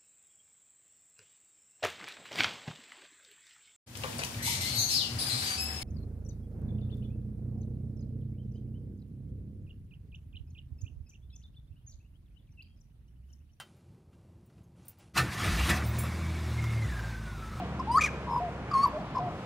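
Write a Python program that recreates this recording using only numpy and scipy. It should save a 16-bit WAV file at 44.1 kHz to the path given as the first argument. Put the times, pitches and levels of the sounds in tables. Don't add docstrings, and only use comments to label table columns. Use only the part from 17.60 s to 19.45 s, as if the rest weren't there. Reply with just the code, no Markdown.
import sys
import numpy as np
from scipy import signal
from scipy.fft import rfft, irfft
from scipy.io import wavfile
from scipy.ndimage import uniform_filter1d

SR = 44100
rng = np.random.default_rng(int(sys.argv[2]) if len(sys.argv) > 2 else 0)


def linear_from_db(decibels):
    return 10 ** (np.asarray(decibels, float) / 20)


def to_wav(s):
    ch = np.atleast_2d(s).T
    pcm = np.round(np.clip(ch, -1, 1) * 32767)
    wavfile.write(sys.argv[1], SR, pcm.astype(np.int16))


N = 81585
T = np.arange(N) / SR

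# time_s, pitch_hz, fundamental_db, overtones_db
CHIP_NOTE = [(.192, 1010, -49, -71), (.198, 1004, -32.5, -54.5), (.203, 1082, -30.5, -61),
             (.211, 1010, -34.5, -68.5), (.218, 1050, -40, -75)]
RISING_NOTE = [(0.271, 795, -37, -72), (.286, 898, -35.5, -72), (.306, 929.5, -25.5, -75),
               (.317, 951, -26, -50), (0.33, 990, -43, -49), (.346, 1010, -24.5, -48),
               (0.36, 1072, -18, -46), (0.369, 1160, -30, -46)]
RISE_CREST = [(.373, 1158, -21, -40), (.376, 1185, -15.5, -48), (.378, 1245, -16.5, -52),
              (.38, 1300, -23, -54), (.382, 1285, -17, -54), (.384, 1250, -15, -56), (.387, 1250, -30, -60),
              (.39, 1260, -24, -62), (.393, 1240, -26, -64), (.397, 1050, -36, -70), (.401, 1000, -55, -75)]
GRACE_NOTE = [(1.112, 1187, -49.5, -58), (1.117, 1214, -28.5, -53), (1.121, 1150, -41.5, -58.5),
              (1.126, 1120, -30, -72), (1.131, 1170, -46.5, -78)]
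HELD_NOTE = [(1.132, 1210, -39, -62), (1.142, 1121, -22.5, -43.5), (1.147, 1083, -32.5, -48.5),
             (1.152, 1084, -22, -47.5), (1.173, 1071, -22, -48.5), (1.181, 1088, -29, -43),
             (1.195, 1082, -23, -46.5), (1.215, 1101, -26.5, -48.5), (1.227, 1117, -37, -45)]
FALLING_NOTE = [(1.238, 1154, -20.5, -40), (1.244, 1129, -16.5, -47.5), (1.252, 1135, -30.5, -43.5),
                (1.262, 1009, -19.5, -54.5), (1.269, 1009, -39.5, -54), (1.278, 962, -32, -71),
                (1.285, 950, -37, -74), (1.299, 950, -70, -77.5)]
CLUCK_NOTE = [(1.549, 1056, -37, -72), (1.56, 1063, -31.5, -55.5), (1.568, 954, -41.5, -71),
              (1.57, 1010, -24.5, -64), (1.579, 1035, -28.5, -69), (1.584, 1046, -57, -54.5),
              (1.589, 1016, -27, -69), (1.603, 995, -49, -70)]
# centre_hz, width_hz, level_db
FLUTY_THROAT = [(2200, 500, -12.5), (3120, 500, -21.5), (4660, 430, 3.5), (6060, 1600, -15),
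                (9000, 1100, -16), (9500, 320, -13), (12100, 890, -27.5), (14100, 900, -28)]
RISING_THROAT = [(1980, 640, -12), (2930, 370, -6), (4690, 480, 3), (6070, 1500, -16), (8860, 970, -7),
                 (11500, 1500, -22), (13000, 1200, -21), (14300, 900, -25)]
SHORT_NOTE_THROAT = [(4950, 900, 1.5), (7300, 490, -9), (10200, 1500, -23), (12800, 1500, -22)]
# frequency_hz, level_db
CLEAR_BREATH = [(800, -19), (2500, -17.5), (5000, 16), (8000, -7), (12500, -8), (15500, -28)]
CLEAR_ROUGH = 0.0027
BREATHY_DB, SHORT_BREATHY_DB = -18, -5
CLUCK_THROAT = 1.056

# time_s, second_partial_hz, level_db, roughness_0_to_1
RASP_ARCHES = [
    [(.408, 2300, -44, .4), (.41, 2415, -30, .35), (.412, 2440, -33, .3), (.414, 2540, -25, .15),
     (.416, 2530, -28, .15), (.42, 2335, -22, .05), (.423, 2320, -29, .4), (.427, 2290, -34, .6),
     (.432, 2600, -36, .7), (.436, 2560, -32, .6)],
    [(.435, 2400, -38, .3), (.4375, 2390, -25, .15), (.441, 2490, -22.5, .05), (.446, 2450, -24, .03),
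     (.45, 2380, -24, .03), (.453, 2260, -35, .5), (.458, 2400, -37, .6)],
    [(.457, 2450, -38, .4), (.46, 2440, -34, .3), (.463, 2265, -28, .2), (.467, 2190, -35, .3),
     (.472, 2100, -38, .4), (.478, 2150, -42, .5), (.484, 2300, -47, .4)],
]
# frequency_hz, level_db
RASP_RESONANCE = [(1200, -12), (2400, 1), (3700, -34), (4900, -24), (6200, -15), (8700, -26), (11000, -40),
                  (15000, -56)]
# frequency_hz, level_db
RASP_HISS = [(800, -16), (2500, 7), (4000, -6.5), (6000, -2), (8000, -25), (12000, -15.5), (13500, -37),
             (15500, -48.5)]
RASP_ROUGH, RASP_HISS_DB = 0.0493, -6

# start_s, length_s, start_hz, end_hz, level_db
SIDE_WHISTLES = [
    (.389, .011, 1860, 1672, -29),
    (.399, 0.0044, 2200, 1800, -34.5),
    (.46, .032, 2078, 1475, -37.5),
    (.487, .009, 2500, 2343, -37),
    (1.265, .016, 12700, 12650, -62.5),
]
# start_s, length_s, start_hz, end_hz, level_db
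BREAK_OVERTONES = [
    (.382, .008, 4850, 4400, -40),
    (.39, .006, 4520, 4400, -43),
    (.377, .007, 6400, 6450, -50),
    (.382, .006, 7400, 6700, -47),
    (.391, .007, 7150, 7100, -47),
    (.4, .004, 7300, 7200, -49),
]
WHISTLE_ROUGH, BREAK_ROUGH = .03, .03

# time_s, pitch_hz, level_db, throb_depth_0_to_1
CHURR_NOTE = [(.668, 984.4, -41, 0.45), (.69, 963, -37.5, 0.65), (.713, 956, -33.5, 0.67),
              (.736, 950, -29.5, 0.5), (.752, 941, -32.5, 0.37), (.764, 972.6, -28, 0.67),
              (.774, 995, -32.5, .2), (.786, 962, -27.5, 0), (.797, 965, -39, 0.3), (.808, 950, -56, .3)]
THROB_CRESTS = [.664, .674, .683, .692, .7, .713, .724, .736, .751, .764, .773, .782, .796, .808]
# time_s, pitch_hz, level_db, breath_db
CHURR_HIGH_RING = [(.69, 5300, -76, -82), (.706, 5250, -61, -75), (.742, 5130, -59, -68),
                   (.765, 5150, -63, -69), (.776, 4950, -59.5, -66), (.8, 4950, -85, -75.5)]
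# frequency_hz, level_db
CHURR_BREATH_COLOUR = [(4000, -18), (7000, -7), (8800, -5), (10500, -12), (12500, -0.5), (14000, -20)]
CHURR_SWEEP, CHURR_TURNS = 0.14, .12

# time_s, pitch_hz, level_db
MATE_COOS = [
    [(0, 770, -31.5), (.012, 735, -50), (.026, 707, -35), (.048, 647, -68)],
    [(.802, 690, -36), (.83, 727, -32.5), (.862, 700, -36.5), (.895, 660, -39)],
    [(1.33, 600, -41), (1.375, 613, -32.5), (1.394, 818, -44.5), (1.428, 578, -41)],
    [(1.583, 876, -47), (1.6, 704, -35.5), (1.645, 733, -36.5), (1.685, 697, -35.5), (1.705, 670, -68)],
]

TAIL_T60_S, TAIL_DB, COO_TAIL_DB = 0.5, -16, -17
BIRD_PAN_DB, BIRD_LEAD_S = 1.6, -.000004

# frequency_hz, level_db
TRAFFIC = [(25, -13), (152, 1.5), (322, -8.5), (640, -10.5), (1200, -14), (2490, -28.5), (8000, -53.5),
           (15500, -75.5)]
# frequency_hz, level_db
TRAFFIC_SPREAD = [(100, -22), (700, -20), (2400, 4), (8000, 8.5), (13000, 12.5)]
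# time_s, pitch_hz, level_db
ENGINE_DRONE = [(0, 70.2, -42), (.3, 68.77, -40.5), (1.05, 63.4, -44.5), (1.3, 60.3, -48), (1.85, 52, -65)]
ENGINE_ORDERS = [-1, -10.5, -23.5]
TOWN_DB, TOWN_LAG_S, LOW_CUT_HZ = -38.5, .0001, 37


def unit(x):
    return x / np.sqrt(np.mean(x ** 2))


def colour(table, hz):
    f, db = np.array(table, float).T
    return np.interp(np.log(np.maximum(hz, 1)), np.log(f), db)


def shaped(table):
    spectrum = rfft(rng.standard_normal(N))
    return unit(irfft(spectrum * linear_from_db(colour(table, np.fft.rfftfreq(N, 1 / SR))), N))


def walk(rate):
    k = int(SR / rate)
    return unit(uniform_filter1d(uniform_filter1d(rng.standard_normal(N), k), k))


def tracks(table, fade_s=0.00098):
    rows = np.array(table, float).T
    time = rows[0]
    cols = [np.interp(T, time, c) for c in rows[1:]]
    gate = np.clip(np.minimum(T - time[0], time[-1] - T) / fade_s, 0, 1)
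    cols[0] = uniform_filter1d(cols[0], size=90)
    cols[1] = np.sqrt(2) * np.interp(T, time, linear_from_db(rows[2] / 2)) ** 2 * gate
    return cols


def turn(hz):
    return 2 * np.pi * np.cumsum(hz) / SR


def throat(hz, shape):
    return np.sqrt(sum(linear_from_db(db) ** 2 / (1 + (2 * (hz - f) / w) ** 4) for f, w, db in shape))


def clear_note(table, wobble, air, shape, beak, breathy_db):
    hz, gain, over_db = tracks(table)
    phase = turn(hz * (1 + CLEAR_ROUGH * wobble))
    on = uniform_filter1d(gain, size=90) > 0
    f = hz[on]
    overtones = np.zeros(N)
    for k in range(2, 16):
        audible = k * f < 15500
        overtones[on] += throat(k * f / beak, shape) * audible * np.sin(k * phase[on])
    sounding = uniform_filter1d(1. * (gain > 0), size=90)
    filtered = overtones + linear_from_db(breathy_db) * air
    return gain * np.sin(phase) + sounding * np.sqrt(2) * linear_from_db(over_db) * filtered


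def clear_song():
    wobble, air = walk(310), shaped(CLEAR_BREATH)
    notes = [(RISING_NOTE + RISE_CREST, RISING_THROAT, 1, BREATHY_DB),
             (HELD_NOTE + FALLING_NOTE, FLUTY_THROAT, 1, BREATHY_DB),
             (GRACE_NOTE, SHORT_NOTE_THROAT, 1, SHORT_BREATHY_DB),
             (CHIP_NOTE, SHORT_NOTE_THROAT, CLUCK_THROAT, SHORT_BREATHY_DB),
             (CLUCK_NOTE, SHORT_NOTE_THROAT, CLUCK_THROAT, SHORT_BREATHY_DB)]
    return sum(clear_note(note, wobble, air, *voicing) for note, *voicing in notes)


def rasp(table):
    hz, gain, rough = tracks(table)
    rough = np.clip(rough, 0, 1)
    fundamental = hz / 2
    phase = turn(fundamental * (1 + RASP_ROUGH * rough * walk(700)))
    voice = sum(linear_from_db(colour(RASP_RESONANCE, k * fundamental)) * np.sin(k * phase) for k in range(1, 13))
    gating = 1 + 0.55 * np.cos(phase)
    hiss = linear_from_db(RASP_HISS_DB) * np.sqrt(rough) * shaped(RASP_HISS) * gating
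    effort = uniform_filter1d(gain, size=280)
    shimmer = linear_from_db(4.4 * rough * walk(380))
    return gain * shimmer * voice + effort * hiss


def whistles(table, rough):
    out, jitter, flutter = 0, rough * walk(500), linear_from_db(2.9 * walk(200))
    for start, length, hz0, hz1, db in table:
        u = np.clip((T - start) / length, 0, 1)
        looseness = (hz0 < 10000) * (1 - .6 * (length < .012) * (hz0 < 1900))
        glide = (hz0 + (hz1 - hz0) * u) * (1 + jitter * looseness)
        envelope = np.sqrt(2 * np.sin(np.pi * u).clip(0))
        out = out + linear_from_db(db) * envelope * np.sin(turn(glide))
    return out * flutter


def churr():
    hz, gain, depth = tracks(CHURR_NOTE)
    cycles = np.interp(T, THROB_CRESTS, np.arange(len(THROB_CRESTS)))
    throb = 2 * np.pi * uniform_filter1d(cycles, size=120)
    pulse = 1 + np.clip(depth, 0, 1) * np.cos(throb)
    droop = CHURR_SWEEP * depth * np.cos(throb + 2 * np.pi * CHURR_TURNS)
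    tone = np.sin(turn(hz * (1 + droop + 0.0092 * walk(220))))
    ring_hz, ring_gain, breath_db = tracks(CHURR_HIGH_RING)
    breath = (ring_gain > 0) * linear_from_db(breath_db + 1.6 * walk(60)) * shaped(CHURR_BREATH_COLOUR)
    ring = ring_gain * np.sin(turn(ring_hz * (1 + 0.009 * walk(190)))) * linear_from_db(2.6 * walk(170))
    return gain * pulse * tone * linear_from_db(0.75 * walk(90)) + ring + breath


def butcherbird():
    bird = clear_song() + sum(map(rasp, RASP_ARCHES)) + churr()
    return bird + whistles(SIDE_WHISTLES, WHISTLE_ROUGH) + whistles(BREAK_OVERTONES, BREAK_ROUGH)


def placed(bird):
    side = np.array([[1], [-1]])
    lead = np.exp(1j * np.pi * np.fft.rfftfreq(N, 1 / SR) * BIRD_LEAD_S * side)
    return irfft(rfft(bird) * lead, N) * linear_from_db(side * BIRD_PAN_DB / 2)


def mate():
    coos = sum(gain * np.sin(turn(hz)) for hz, gain in map(tracks, MATE_COOS))
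    return linear_from_db(0.17 * walk(60)) * coos


def trees(x, tail_db):
    t = T[:SR // 2]
    decay = linear_from_db(-60 * t / TAIL_T60_S) * np.clip(t / 0.0038, 0, 1)
    ir = rng.standard_normal((2, len(t))) * decay
    ir = 0.83 * ir + 0.59 * ir[::-1] * 0.5
    ir *= linear_from_db(tail_db) / np.sqrt(np.sum(ir ** 2, axis=1, keepdims=True))
    return signal.fftconvolve(x[None], ir, axes=1)[:, :N]


def traffic():
    f = np.fft.rfftfreq(N, 1 / SR)
    low_cut = f ** 4 / (f ** 4 + LOW_CUT_HZ ** 4)
    mid, *own = rfft(rng.standard_normal((3, N))) * linear_from_db(colour(TRAFFIC, f)) * low_cut
    own = np.array(own) * linear_from_db(colour(TRAFFIC_SPREAD, f))
    late = np.exp(-1j * np.pi * f * TOWN_LAG_S)
    pair = np.array([mid * late, mid / late]) + own
    out = 0
    for hz in 30 * 2. ** np.arange(10):
        octaves = np.log2(np.maximum(f, 1) / hz)
        band = np.cos(np.pi / 2 * np.clip(octaves, -1, 1)) ** 2
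        out = out + irfft(pair * band, N) * linear_from_db(1.33 * walk(7.2))
    return out * linear_from_db(TOWN_DB) / np.sqrt(np.mean(out[0] ** 2))


def engine():
    hz, gain = tracks(ENGINE_DRONE)
    phase = turn(hz * (1 + 0.0277 * walk(8.0)))
    orders = enumerate(ENGINE_ORDERS, 1)
    return gain * sum(linear_from_db(db + 0.49 * walk(2.6)) * np.sin(k * phase) for k, db in orders)


def scene():
    bird, coos = butcherbird(), mate()
    near = placed(bird) + trees(bird, TAIL_DB)
    far = coos + trees(coos, COO_TAIL_DB)
    return near + far + traffic() + engine()


def top_cut(x):
    return signal.sosfilt(signal.butter(12, 15630, fs=SR, output="sos"), x)


def record(dry):
    return top_cut(dry)


dry = scene()
out = record(dry)
to_wav(out)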